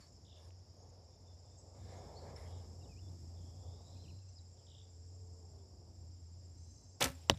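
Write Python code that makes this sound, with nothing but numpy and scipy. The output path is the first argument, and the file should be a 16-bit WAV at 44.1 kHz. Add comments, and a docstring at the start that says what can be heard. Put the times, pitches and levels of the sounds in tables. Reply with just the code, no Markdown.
"""A grassy archery range at the edge of a wood: insects, a low motor drone, rumble, far traffic and air throughout.
Clothes rustle and birds chip at once; a near cricket, trills, buzzy calls and whistles follow, mostly as sine waves.
The background is louder from 1.75 to 4.2 s. At 4.5 s a far engine whines, then sags in pitch. At 7 s the bowstring
is loosed: noise cracks ring the limbs, a grainy rattle dies away, slow thuds and a blur from the trees follow.
At 7.3 s the arrow smacks into the target: a falling snap, short ringing tones, noise and late pings."""
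import sys
import numpy as np
from scipy import signal
from scipy.fft import rfft, irfft
from scipy.io import wavfile

SR = 44100
rng = np.random.default_rng(int(sys.argv[2]) if len(sys.argv) > 2 else 0)


def wrap_up_sound(samples):
    """Save the sound to the file named by the first command line argument, as 16-bit audio."""
    columns = np.atleast_2d(samples).T
    # keep every value between -1 and 1, then stretch to whole-number steps
    tamed = np.clip(columns, -1, 1)
    steps = np.round(tamed * 32767).astype(np.int16)
    wavfile.write(sys.argv[1], SR, steps)


N = 325458
HIT_S = 7.2968   # the arrow meets the target


def amp(db):
    """Gain of a dB value."""
    return 10 ** (np.asarray(db) / 20)


def rms_one(x):
    """Scale to an rms (average strength) of 1."""
    return x / np.sqrt(np.mean(x ** 2) + 1e-20)


def in_time(rows):
    """Columns of a curve, joined by straight lines, at every sample."""
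    s, *columns = np.transpose(rows)
    return [np.interp(np.arange(N) / SR, s, c) for c in columns]


def add(out, s, x):
    """Mix x into out from second s."""
    at = round(s * SR)
    out[at:at + len(x)] += x[:N - at]


def drift(rate, size=N):
    """Smooth random wander with rms 1; a higher rate in Hz wanders faster."""
    r = np.exp(-2 * np.pi * rate / SR)
    wander = signal.lfilter([1], [1, -2 * r, r * r], rng.standard_normal(size + SR))
    return rms_one(wander[SR:])   # the first second lets the filter settle


def resonate(x, hz, width):
    """Two-pole resonance with gain 1 on top."""
    r = np.exp(-np.pi * width / SR)
    poles = [1, -2 * r * np.cos(2 * np.pi * hz / SR), r * r]
    return signal.lfilter([(1 - r * r) / 2, 0, (r * r - 1) / 2], poles, x)


def resonate_twice(x, hz, width):
    """The same resonance passed twice, for steeper sides."""
    return resonate(resonate(x, hz, width), hz, width)


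def ring(x, hz, t60):
    """A unit click sets a sine ringing from height 1; it falls by 60 dB in t60 seconds."""
    r, w = amp(-60 / (t60 * SR)), 2 * np.pi * hz / SR
    return signal.lfilter([0, np.sin(w)], [1, -2 * r * np.cos(w), r * r], x + 1e-18)


def shaped(spectrum, size=N):
    """Noise with a given spectrum, rms 1."""
    hz, db = np.transpose(spectrum)
    grid = np.log(np.arange(size // 2 + 1) * SR / size + 1)
    gain = amp(np.interp(grid, np.log(hz), db))
    return rms_one(irfft(rfft(rng.standard_normal(size)) * gain, size))


def sine(hz):
    """Sine along a pitch track, rms 1 when steady."""
    return np.sqrt(2) * np.sin(2 * np.pi * np.cumsum(hz) / SR)


def span(length_s):
    """Share of an event gone by, 0 to 1, at every sample."""
    return np.linspace(0, 1, round(length_s * SR))


def hump(u, crest, edge_db, fade_s):
    """Gain that climbs in dB to its crest, sinks again and fades out at both ends."""
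    crest = np.clip(crest, .01, .99)
    ends = np.clip(np.minimum(u, 1 - u) * len(u) / SR / fade_s, 0, 1)
    return amp(edge_db * np.maximum(1 - u / crest, (u - crest) / (1 - crest))) * ends


def drone():
    """A far motor: a low sine whose pitch and level waver."""
    # level of the motor before its waver: (t/s, level/dB)
    drone_level = [(0, -63), (.56, -59.5), (1.67, -60.5), (1.88, -56), (3.2, -52), (4.05, -54.5),
                   (4.3, -59.5), (5.3, -56), (6.1, -55), (6.5, -59), (7.38, -54.5)]
    db, = in_time(drone_level)
    return amp(db + 2.6 * drift(2.55)) * sine(87.5 + 3.44 * drift(4.78))


def rumble():
    """Low noise with a slowly changing level and a slight waver."""
    # relative strength of the noise by pitch: (f/Hz, level per Hz/dB)
    rumble_spectrum = [(20, -49), (35, -21), (50, 3), (70, 10), (120, 6), (170, -2.5), (260, -6), (380, -9),
                       (600, -44), (3000, -46), (11000, -42), (13600, -43), (14300, -58)]
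    # level before the waver: (t/s, level/dB)
    rumble_level = [(0, -63.5), (1.7, -63), (1.87, -55.5), (2.9, -55.5), (4.1, -57), (4.25, -63.5),
                    (4.9, -63.5), (5.3, -60), (5.8, -61), (7.38, -63)]
    db, = in_time(rumble_level)
    return amp(db + 1.08 * drift(6)) * shaped(rumble_spectrum)


def traffic():
    """Far traffic: noise around the middle pitches, coming and going."""
    # relative strength of the noise by pitch: (f/Hz, level per Hz/dB)
    traffic_spectrum = [(250, -20), (420, 2.5), (550, 2.5), (700, 0.5), (900, -4), (1200, -14.5),
                        (2000, -45), (13600, -52), (14300, -66)]
    # level before the waver: (t/s, level/dB)
    traffic_level = [(0.0, -73.5), (0.37, -71.5), (1.59, -71), (1.8, -62.5), (2.02, -55.5), (2.89, -68.5),
                     (3.92, -68), (4.23, -75), (5.05, -76), (5.26, -69), (5.39, -70.5), (6.15, -77.5),
                     (6.87, -76.5), (6.97, -73.5)]
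    db, = in_time(traffic_level)
    return amp(db + 2.2 * drift(5.9)) * shaped(traffic_spectrum)


def louder_stretch():
    """Share, 0 to 1, of a louder stretch from 1.75 to 4.2 s, which lifts the low chorus and the air."""
    t = np.arange(N) / SR
    start_s, end_s, rise_s, fall_s = 1.75, 4.2, .15, .15
    return np.clip(np.minimum((t - start_s) / rise_s, (end_s - t) / fall_s), 0, 1)


def chorus(wings, flicker_db):
    """Countless far insects blur into noise in their wing resonances."""
    bands = []
    for hz, width, db in wings:
        band = rms_one(resonate_twice(rng.standard_normal(N), hz, width))
        bands.append(amp(db + flicker_db * drift(25)) * band)
    return rms_one(sum(bands))


def insects():
    """A low chorus, louder in that stretch, and a high chorus that sings lower at first, then climbs."""
    # wing resonances of the low insects: (f/Hz, width of each pass/Hz, relative level/dB)
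    low_wings = [(4820, 340, -3), (5172, 300, 0.5), (5470, 580, 0)]
    # wing resonances of the high insects: (f/Hz, width of each pass/Hz, relative level/dB)
    high_wings = [(6590, 760, -3), (7200, 370, 1.5), (7610, 430, -1.5)]
    # level of the high chorus: (t/s, level/dB)
    high_level = [(0.0, -74.5), (0.7, -81.5), (1.1, -81), (1.92, -72.5), (3.98, -73.5), (4.19, -77),
                  (4.46, -76.5), (5.38, -75), (5.71, -79.5), (6.97, -76.5)]
    low = amp(-71.5 + 2 * louder_stretch()) * chorus(low_wings, flicker_db=0.9)
    early_wings = [(0.98 * hz, width, db) for hz, width, db in high_wings]
    # crossfade from the lower singing to the higher, 1.2 to 1.6 s
    risen = np.interp(np.arange(N) / SR, (1.2, 1.6), [0, np.pi / 2])
    early = np.cos(risen) * chorus(early_wings, flicker_db=3.0)
    late = np.sin(risen) * chorus(high_wings, flicker_db=1.5)
    high_db, = in_time(high_level)
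    return low + amp(high_db) * (early + late)


def air():
    """Soft hiss of the open air, louder from 1.75 to 4.2 s, mostly below 11 kHz."""
    # relative strength of the noise by pitch: (f/Hz, level per Hz/dB)
    air_spectrum = [(500, 16), (1500, 10.5), (3000, 6.5), (6000, 12), (8500, -10), (10500, 1), (13500, -19),
                    (14000, -25), (14600, -30), (17000, -46)]
    hiss = shaped(air_spectrum)
    below_11k = signal.sosfilt(signal.butter(2, 11000, fs=SR, output="sos"), hiss)
    hiss = hiss + (amp(2 * louder_stretch()) - 1) * below_11k
    return amp(-80 + 0.82 * drift(1)) * hiss


def rustles():
    """Cloth sliding over cloth: noise in a few body resonances plus a bright swish."""
    # rustles: (t/s, crest t/s, end t/s, body level/dB, swish level/dB, level of the ends below the crest/dB)
    rustle_rows = [(0, .005, .09, -70.5, -75, -12), (.36, .46, .5, -79, -78, -6),
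                   (1.746, 1.94, 2.2, -68, -82, -12), (2.177, 2.298, 2.39, -67.5, -87, -12),
                   (2.356, 2.37, 2.53, -69, -73.5, -9), (2.5, 2.6, 2.76, -77.5, -84, -10)]
    # resonances of the cloth: (f/Hz, width of each pass/Hz, relative level/dB)
    cloth = [(1060, 690, 3.5), (1705, 260, 1), (2140, 430, 1), (3700, 1700, 0.5)]
    body = np.zeros(N)
    for hz, width, db in cloth:
        band = rms_one(resonate_twice(rng.standard_normal(N), hz, width))
        body += amp(db + 1.4 * drift(16.0)) * band
    body = rms_one(body)
    swish_band = signal.butter(4, [2500, 11500], "band", fs=SR, output="sos")
    swish = signal.sosfilt(swish_band, rng.standard_normal(N))
    swish = rms_one(swish * amp(1.1 * drift(60)))
    out = np.zeros(N)
    for s, crest_s, end_s, body_db, swish_db, edge_db in rustle_rows:
        at, u = round(s * SR), span(end_s - s)
        part = slice(at, at + len(u))
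        cloth_sound = amp(body_db) * body[part] + amp(swish_db) * swish[part]
        add(out, s, hump(u, (crest_s - s) / (end_s - s), edge_db, fade_s=0.0035) * cloth_sound)
    return out


def chips():
    """Short bird chips: gliding sines that rise quickly and die away."""
    # chips: (t/s, level before rise and decay/dB, f/Hz, time to fall 60 dB/s, glide/Hz per ms)
    chip_rows = [(.004, -59, 4430, 0.2, 1.5), (.066, -56, 5600, 0.025, -45), (1.575, -56.5, 7560, 0.12, 6),
                 (1.58, -59, 6580, 0.07, -8), (1.922, -69, 11000, .04, -2), (1.965, -60, 6550, 0.13, 4.5),
                 (2.164, -51, 4450, 0.096, 0), (2.361, -44, 5300, 0.024, 4), (2.418, -60, 5300, 0.045, 0),
                 (4.285, -58, 6240, 0.068, -11), (4.355, -53, 5100, 0.11, -2.5),
                 (4.38, -56, 4920, 0.036, -69), (4.385, -58.5, 4000, .04, 0)]
    out = np.zeros(N)
    for s, db, hz, t60, glide in chip_rows:
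        t = np.arange(round(t60 * SR)) / SR
        level = amp(db - 60 * t / t60) * np.minimum(t / (0.15 * t60), 1)
        add(out, s, level * sine(hz + 1000 * glide * t + 90 * drift(150, size=len(t))))
    return out


def cricket():
    """Each wing stroke arches up and falls further down; a weak return stroke follows."""
    # bouts of chirps: (first chirp t/s, last chirp t/s, top of the arch f/Hz,
    # first level/dB, last level/dB, roughness/0-1)
    bouts = [(0.123, 0.891, 7100, -82, -71.5, 0.8), (0.961, 1.278, 7100, -80, -74, 0.75),
             (1.335, 1.508, 7350, -71, -70, .6), (1.567, 1.8, 7380, -70, -74, 0.2),
             (4.159, 5.514, 7500, -69.5, -69.5, 0.07), (5.619, 5.87, 7280, -70.5, -79, 0.1),
             (5.9446, 6.955, 7490, -69.5, -68.5, 0.07), (7.148, 7.342, 7600, -67.5, -69, 0)]
    chirp_gap_s, jitter_s, spread_db, return_db = .063, .002, 0.5, -7
    out, u = np.zeros(N), np.linspace(-1, 1, round(0.028 * SR))
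    leaves = drift(240, size=N + SR)   # the grass roughens the stroke on its way
    for first, last, hz, first_db, last_db, blur in bouts:
        stroke = np.cos(np.pi / 2 * u) * sine(hz * (1 - 0.073 * (u + 0.21) ** 2))
        back = amp(return_db) * np.cos(np.pi / 2 * u) * sine(.945 * hz + 120 * u)
        for share in np.linspace(0, 1, round((last - first) / chirp_gap_s) + 1):
            late, loud = rng.standard_normal(2)
            s = first + share * (last - first) + jitter_s * late
            gain = amp(first_db + share * (last_db - first_db) + spread_db * loud)
            gain = gain * (1 - blur + blur * leaves[round(s * SR):][:len(u)])
            add(out, s - .006, gain * stroke)
            add(out, s + 0.032, gain * back)
    return out


def trills():
    """Bird trills: a sine falls in pitch over and over, and the wood rings on after it."""
    # trills: (t/s, length/s, level/dB, slurs per s, opens this far below/Hz,
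    # time scale of the climb from there/s, blur from the wood/dB)
    trill_rows = [(0.244, 0.15, -65.5, 65, 100, 0.011, -4), (2.454, 0.15, -74, 62, 700, .025, 2),
                  (4.661, 0.158, -65, 60.5, 500, .01, -4)]
    start_db, crest, hold, fade_db, attack_s = -5, 0.3, 0.86, -4, 0.0051   # crest and hold: share of length
    top_hz, end_hz, fall, sag_hz, tail_db = 4200, 2800, .4, 148.4, -8.5   # fall: share of a slur
    wood_t60_s = .38
    out = np.zeros(N)
    for s, length_s, db, per_s, scoop_hz, scoop_s, wood_db in trill_rows:
        u = span(length_s)
        size = len(u)
        rising_db = start_db * np.maximum(1 - u / crest, 0)
        fading_db = fade_db * np.maximum(u - hold, 0) / (1 - hold)
        level = amp(db + rising_db + fading_db) * np.minimum(u * length_s / attack_s, 1)
        # place within the current slur, 0 to 1, at a slightly uneven pace
        cycle = (.69 + np.cumsum(per_s * (1 + .015 * drift(15, size=size))) / SR) % 1
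        # every slur falls; the trill climbs from its scoop and sinks as it goes
        base_hz = end_hz - sag_hz * u - scoop_hz * np.exp(-u * length_s / scoop_s)
        slur_hz = base_hz + 80 * drift(34.0, size=size) + (top_hz - end_hz) * np.exp(-cycle / fall)
        rough = amp(1.6 * drift(33, size=size)) * (1 + 0.17 * drift(270, size=size))
        # every slur is loudest near its start
        pulse = np.exp(-((cycle - .17) / 0.12) ** 2) + amp(tail_db) * np.sin(np.pi * cycle)
        trill = level * rough * pulse * sine(slur_hz)
        wood = rng.standard_normal(SR // 3) * amp(-60 * np.arange(SR // 3) / SR / wood_t60_s)
        wood /= np.sqrt(np.sum(wood ** 2))
        add(out, s, trill)
        add(out, s, amp(wood_db) * signal.fftconvolve(trill, wood))
    return out


def grip_ticks():
    """Small ticks from the bow grip: very short rings."""
    # ticks: (t/s, level before the decay/dB)
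    tick_rows = [(0.5064, -54), (0.5294, -77)]
    out = np.zeros(N)
    for s, db in tick_rows:
        add(out, s, amp(db) * ring(signal.unit_impulse(400), 2800, 0.003))
    return out


def rough_bands():
    """Buzzy calls, and one rough band of rustling cloth at 2.35 s: random loudness blurs each sine's pitch."""
    # buzzy calls, and the cloth band at 2.351 s: (t/s, length/s, first f/Hz, last f/Hz,
    # rate of the roughness/Hz, clear share/0-1, loudest at this share of the length,
    # level/dB, level of the ends below the crest/dB)
    band_rows = [(1.097, 0.084, 3620, 3580, 80, 0.3, .3, -83, -4),
                 (1.24, 0.12, 3620, 3480, 80, 0.32, .5, -77.5, -7),
                 (1.439, 0.13, 3490, 3630, 80, 0.4, .5, -80.5, -4),
                 (1.779, 0.36, 3660, 3500, 250, 0.26, 0.33, -80, -1),
                 (2.144, 0.14, 4230, 4470, 350, 0.2, .15, -72.5, 0),
                 (2.351, 0.13, 2034, 2053, 200, 0.1, .2, -68.5, -7),
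                 (3.36, .04, 3750, 3700, 100, .3, .4, -87, -4),
                 (3.86, 0.26, 3600, 3720, 250, 0.14, .35, -75.5, -12),
                 (4.57, 0.065, 3530, 3100, 300, 0.2, .5, -81, -1.5),
                 (5.578, .06, 3450, 3450, 150, 0.3, .3, -86, -4),
                 (6.567, 0.37, 4090, 4060, 90, 0.5, 0.67, -84, -2),
                 (6.573, 0.2, 6200, 6120, 200, 0.3, 0.7, -69, -3),
                 (6.749, 0.22, 6080, 6250, 200, 0.3, .1, -71.5, -3),
                 (6.66, .29, 6420, 6440, 150, .2, .3, -75, -7),
                 (.75, 0.17, 6600, 6500, 150, .2, .3, -76, -6),
                 (6.57, 0.37, 8180, 8100, 250, 0.3, .3, -81, -4)]
    out = np.zeros(N)
    for s, length_s, first, last, spread_hz, clear, crest, db, edge_db in band_rows:
        u = span(length_s)
        rough = clear + (1 - clear) * drift(spread_hz, size=len(u))
        tone = sine(first + (last - first) * u)
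        add(out, s, amp(db) * hump(u, crest, edge_db, fade_s=0.0065) * rough * tone)
    return out


def whistles():
    """Whistled bird notes: sines bent through three pitches."""
    # notes: (t/s, length/s, first f/Hz, middle f/Hz, last f/Hz, level/dB)
    whistle_rows = [(2.81, 0.021, 2940, 2760, 2800, -75.5), (2.828, 0.027, 3560, 3870, 3260, -73.5),
                    (2.854, .012, 2949, 2936, 2930, -76), (2.889, 0.048, 2570, 2540, 2320, -73.5),
                    (2.957, .042, 2320, 2570, 3040, -73), (3.015, 0.076, 3540, 3490, 3440, -79),
                    (3.077, 0.024, 3450, 3750, 4250, -79), (3.952, 0.032, 2880, 2480, 3250, -79),
                    (4.035, 0.034, 3350, 2980, 2370, -74), (4.076, 0.013, 2420, 2730, 3150, -68),
                    (4.085, 0.0266, 3170, 2840, 2350, -70.5), (4.183, .008, 2450, 2800, 3200, -80),
                    (4.217, 0.02, 2780, 2650, 2550, -82), (4.268, .032, 2460, 2640, 2850, -85)]
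    out = np.zeros(N)
    for s, length_s, first, middle, last, db in whistle_rows:
        u = span(length_s)
        bend = 4 * u * (1 - u) * (middle - (first + last) / 2)
        hz = first + (last - first) * u + bend
        add(out, s, amp(db) * hump(u, crest=0.88, edge_db=-4.5, fade_s=.003) * sine(hz))
    return out


def climbing_call():
    """A long buzzy call, a roughened sine, that dips, climbs and fades."""
    # path of the call: (t/s, f/Hz, level/dB)
    climb = [(3.345, 3570, -88), (3.37, 3530, -82), (3.43, 3320, -81), (3.55, 3380, -84), (3.7, 3510, -76),
             (3.83, 3770, -80), (3.92, 4000, -74), (4.05, 4120, -75), (4.2, 4130, -78), (4.26, 4150, -89),
             (4.31, 4140, -82), (4.35, 4130, -92)]
    rough_hz, clear = 160, .12   # rate of the roughness, clear share
    hz, db = in_time(climb)
    t = np.arange(N) / SR
    sounding = (t > climb[0][0]) * (t < climb[-1][0])
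    return sounding * amp(db) * (clear + (1 - clear) * drift(rough_hz)) * sine(hz)


def birds_and_cloth_band():
    """The birds of the wood and the rough cloth band, with 40 weak, scattered echoes from the leaves."""
    calls = chips() + trills() + rough_bands() + whistles() + climbing_call()
    echoes = np.zeros(round(.12 * SR))
    echoes[rng.integers(200, len(echoes), 40)] = rng.standard_normal(40)
    echoes *= amp(-19.5 - 200 * np.arange(len(echoes)) / SR)
    return calls + signal.fftconvolve(calls, echoes)[:N]


def engine():
    """A far engine whine, a wavering sine, that holds its pitch and then sags as it passes."""
    start_s, peak_s, end_s = 4.48, 5.4, 6.27
    hold_hz, low_hz, sag_s = 441, 270, .55   # sinks toward low_hz
    out = np.zeros(N)
    t = np.arange(start_s, end_s, 1 / SR)
    db = -70 + np.interp(t, [start_s, peak_s, end_s], [-13.5, 0, -10.5])
    hz = low_hz + (hold_hz - low_hz) * np.exp(-np.maximum(t - peak_s, 0) / sag_s)
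    whine = sine(hz + 3 * drift(8, size=len(t)))
    fades = signal.windows.tukey(len(t), .06)
    add(out, start_s, amp(db + 2.0 * drift(10, size=len(t))) * fades * whine)
    return out


def rattle():
    """Loose string and quiver hiss from just before the first slap: grainy noise that holds and dies away."""
    start_s, rise_s, hold_s = 6.998, 0.013, 0.048
    out = np.zeros(N)
    t = np.arange(N - round(start_s * SR)) / SR
    falling_s = np.maximum(t - hold_s, 0)
    grain = rng.standard_normal((2, len(t))) * amp(2.8 * drift(200, size=len(t)))
    mid = signal.sosfilt(signal.butter(1, [300, 2800], "band", fs=SR, output="sos"), grain[0])
    treble = signal.sosfilt(signal.butter(2, 5500, "high", fs=SR, output="sos"), grain[1])
    # each falls by 60 dB in the time it is divided by
    mid = amp(-39.5 - 60 * falling_s / 0.21) * rms_one(mid)
    treble = amp(-53 - 60 * falling_s / 0.27) * rms_one(treble)
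    add(out, start_s, np.minimum(t / rise_s, 1) ** 2 * (mid + treble))
    return out


def slaps():
    """String slaps on the limbs: each is a short noise crack that also sets the limbs ringing."""
    # slaps: (t/s, peak level/dB, brightness f/Hz, width of each pass/Hz,
    # push on the limbs' ringing/dB, push on their bending/dB)
    slap_rows = [(7.0074, -28, 3500, 12000, -3.5, -22), (7.0101, -22, 5000, 6000, -2.5, -22),
                 (7.0137, -23.5, 560, 710, 3.5, -22), (7.0217, -21, 3080, 900, -5.5, -22),
                 (7.0262, -16, 4460, 8800, -3.5, -22), (7.03, -21, 1870, 2000, -8, -20),
                 (7.0424, -21.5, 4300, 9000, -6, -5), (7.047, -37, 1500, 2500, -11, -7),
                 (7.054, -33, 6000, 12000, -7, 10), (7.0566, -29, 1200, 2000, -11, -13),
                 (7.0584, -28.5, 4970, 9000, -0.5, -13), (7.0604, -32.5, 800, 1500, -4, -3),
                 (7.0725, -37, 6000, 14000, -14, -12), (7.081, -45, 7000, 14000, -20, -18),
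                 (7.088, -44, 8960, 11940, -15, -23), (7.102, -44, 8000, 16000, -19, -16),
                 (7.118, -47, 6000, 14000, -24, -29)]
    # ringing tones of the limbs: (f/Hz, level for a push of 0 dB/dB, time to fall 60 dB/s)
    limb_modes = [(257, -52, 0.25), (268, -56, .25), (345, -58, .1), (403, -45, 0.027), (485, -46, 0.056),
                  (548, -42, 0.16), (790, -35, 0.014), (915, -49, 0.056), (1080, -49, 0.033),
                  (1310, -39.5, 0.086), (1540, -52, 0.041), (1740, -47, 0.092), (2250, -44, 0.029)]
    buzz_db, buzz_t60_s = -7, 0.036   # the string buzzes on after each slap
    bending_below_hz = 350
    out, pushes = np.zeros(N), np.zeros((2, SR // 2))
    start_s = slap_rows[0][0]
    after = np.arange(1500) / SR
    for s, db, hz, spread_hz, *limb_db in slap_rows:
        decay = amp(-60 * after / 0.0048) + amp(buzz_db - 60 * after / buzz_t60_s)
        crack = rng.standard_normal(len(after)) * decay
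        crack[8] += 5.5   # the contact itself is one sharp click
        crack = resonate_twice(crack, hz, spread_hz)
        add(out, s - .0004, amp(db) * crack / np.abs(crack).max())
        pushes[:, round(s * SR) - round(start_s * SR)] = amp(limb_db)
    for hz, db, t60 in limb_modes:
        add(out, start_s, amp(db) * ring(pushes[int(hz < bending_below_hz)], hz, t60))
    return out


def thuds():
    """Slow heaves of the limbs and the target stand: low swings that swell and die within a few cycles."""
    # heaves: (crest t/s, f/Hz, peak level/dB, time from crest to either end/s)
    thud_rows = [(7.036, 135, -36.5, 0.039), (7.071, 69, -41, 0.076), (7.101, 131, -43.5, 0.027),
                 (7.324, 103, -31.5, 0.035), (7.345, 160, -47, 0.068), (7.37, 117, -46, 0.045)]
    out = np.zeros(N)
    for s, hz, db, length_s in thud_rows:
        t = np.arange(-length_s, length_s, 1 / SR)
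        swing = np.exp(-(4.9 * t / length_s) ** 2) * np.cos(2 * np.pi * hz * t)
        add(out, s - length_s, amp(db) * swing)
    return out


def tree_echo():
    """The tree line throws the release back as a blur of noise that rises softly and dies."""
    start_s, rise_s, t60_s = 7.125, .06, 1.0
    out = np.zeros(N)
    t = np.arange(N - round(start_s * SR)) / SR
    blur = rms_one(resonate(rng.standard_normal(len(t)), 3000, 3500))
    blur = blur * amp(2.0 * drift(40, size=len(t)))
    add(out, start_s, amp(-66 - 60 * t / t60_s) * np.minimum(t / rise_s, 1) * blur)
    return out


def arrow_rush():
    """The flying arrow's rush of noise, just before the hit."""
    out, u = np.zeros(N), span(0.014)
    rush = rms_one(resonate_twice(rng.standard_normal(len(u)), 900, 900))
    add(out, HIT_S - len(u) / SR, amp(-60) * np.sin(np.pi * u ** 1.8) * rush)
    return out


def snap(t):
    """The impact runs down the shaft, treble first: a sine that falls steeply in pitch."""
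    top_hz, end_hz, fall_ms = 7793, 584, 1.5
    rise_ms, hold_ms, t60_ms = 0.7, 3.66, 2.3
    ms = t * 1000
    hz = end_hz + (top_hz - end_hz) * np.exp(-(ms / fall_ms) ** 1.49)
    level = amp(-18 - 60 * np.maximum(ms - hold_ms, 0) / t60_ms) * np.minimum(ms / rise_ms, 1) ** 2
    return level * np.sin(2 * np.pi * np.cumsum(hz) / SR)


def target_hit():
    """The arrow's snap, the target's ringing tones, and crack, foam and stuffing noise."""
    # ringing tones of the target: (f/Hz, level before the decay/dB, time to fall 60 dB/s)
    target_modes = [(207, -33, 0.12), (300, -30.5, 0.075), (392, -36, 0.05), (482, -35, 0.057),
                    (559, -29.5, 0.064), (632, -12.5, 0.013), (930, -38, 0.031), (1295, -23.5, 0.013),
                    (1950, -35, 0.02), (3040, -14, 0.0088), (4500, -26, 0.012), (5850, -17, 0.01),
                    (7550, -27.5, 0.012), (14300, -31, .004)]
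    out = np.zeros(N)
    t = np.arange(N - round(HIT_S * SR)) / SR
    for hz, db, t60 in target_modes:
        lag_s = .0005 + 0.63 / hz   # low tones start later
        add(out, HIT_S + lag_s, amp(db) * ring(signal.unit_impulse(len(t)), hz, t60))
    white = rng.standard_normal((2, len(t))) * np.minimum(t / .0008, 1)
    crack = amp(-32.0 - 60 * t / 0.0073) * white[0]
    puff = amp(-34.0 - 60 * t / 0.026) * signal.lfilter([.4], [1, -.6], white[1])   # foam
    thump = amp(-21.0 - 60 * t / 0.06) * resonate(white[0], 680, 600)   # the stuffing shakes
    tail = amp(-58.0 - 60 * t / 1.1) * resonate(white[1], 1400, 2500)   # the tree line throws back a blur
    add(out, HIT_S, snap(t) + crack + puff + thump + tail)
    return out


def quivers():
    """Shaft pings and knocks after the hit: tiny noise taps through a resonance."""
    # pings and knocks: (t/s, peak level/dB, f/Hz, width of each pass/Hz)
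    quiver_rows = [(7.3116, -35.5, 3900, 700), (7.3123, -44, 1300, 1200), (7.3165, -44, 3900, 900),
                   (7.3175, -37, 450, 500), (7.3215, -55, 5200, 800), (7.339, -54, 3650, 700),
                   (7.34, -51, 950, 600), (7.345, -52, 3600, 900), (7.349, -54, 800, 500),
                   (7.3745, -47, 4000, 3500)]
    out, t = np.zeros(N), np.arange(600) / SR
    for s, db, hz, spread_hz in quiver_rows:
        tap = rng.standard_normal(600) * amp(-60 * t / .005)
        ping = resonate_twice(tap, hz, spread_hz)
        add(out, s, amp(db) * ping / np.abs(ping).max())
    return out


def scene():
    """Everything at one microphone."""
    background = drone() + rumble() + traffic() + insects() + air()
    near_sounds = birds_and_cloth_band() + cricket() + rustles() + grip_ticks()
    bow = rattle() + slaps() + tree_echo()
    arrow = arrow_rush() + target_hit() + quivers()
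    return (background + near_sounds + engine() + bow + thuds() + arrow)[None]


def record(dry):
    """The bass is rolled off below 44 Hz; the top is cut, 70 dB down from 16200 Hz up."""
    low_cut = signal.sosfilt(signal.butter(6, 44, "high", fs=SR, output="sos"), dry)
    return signal.sosfilt(signal.cheby2(14, 70, 16200, fs=SR, output="sos"), low_cut)


dry = scene()
out = record(dry)
wrap_up_sound(out)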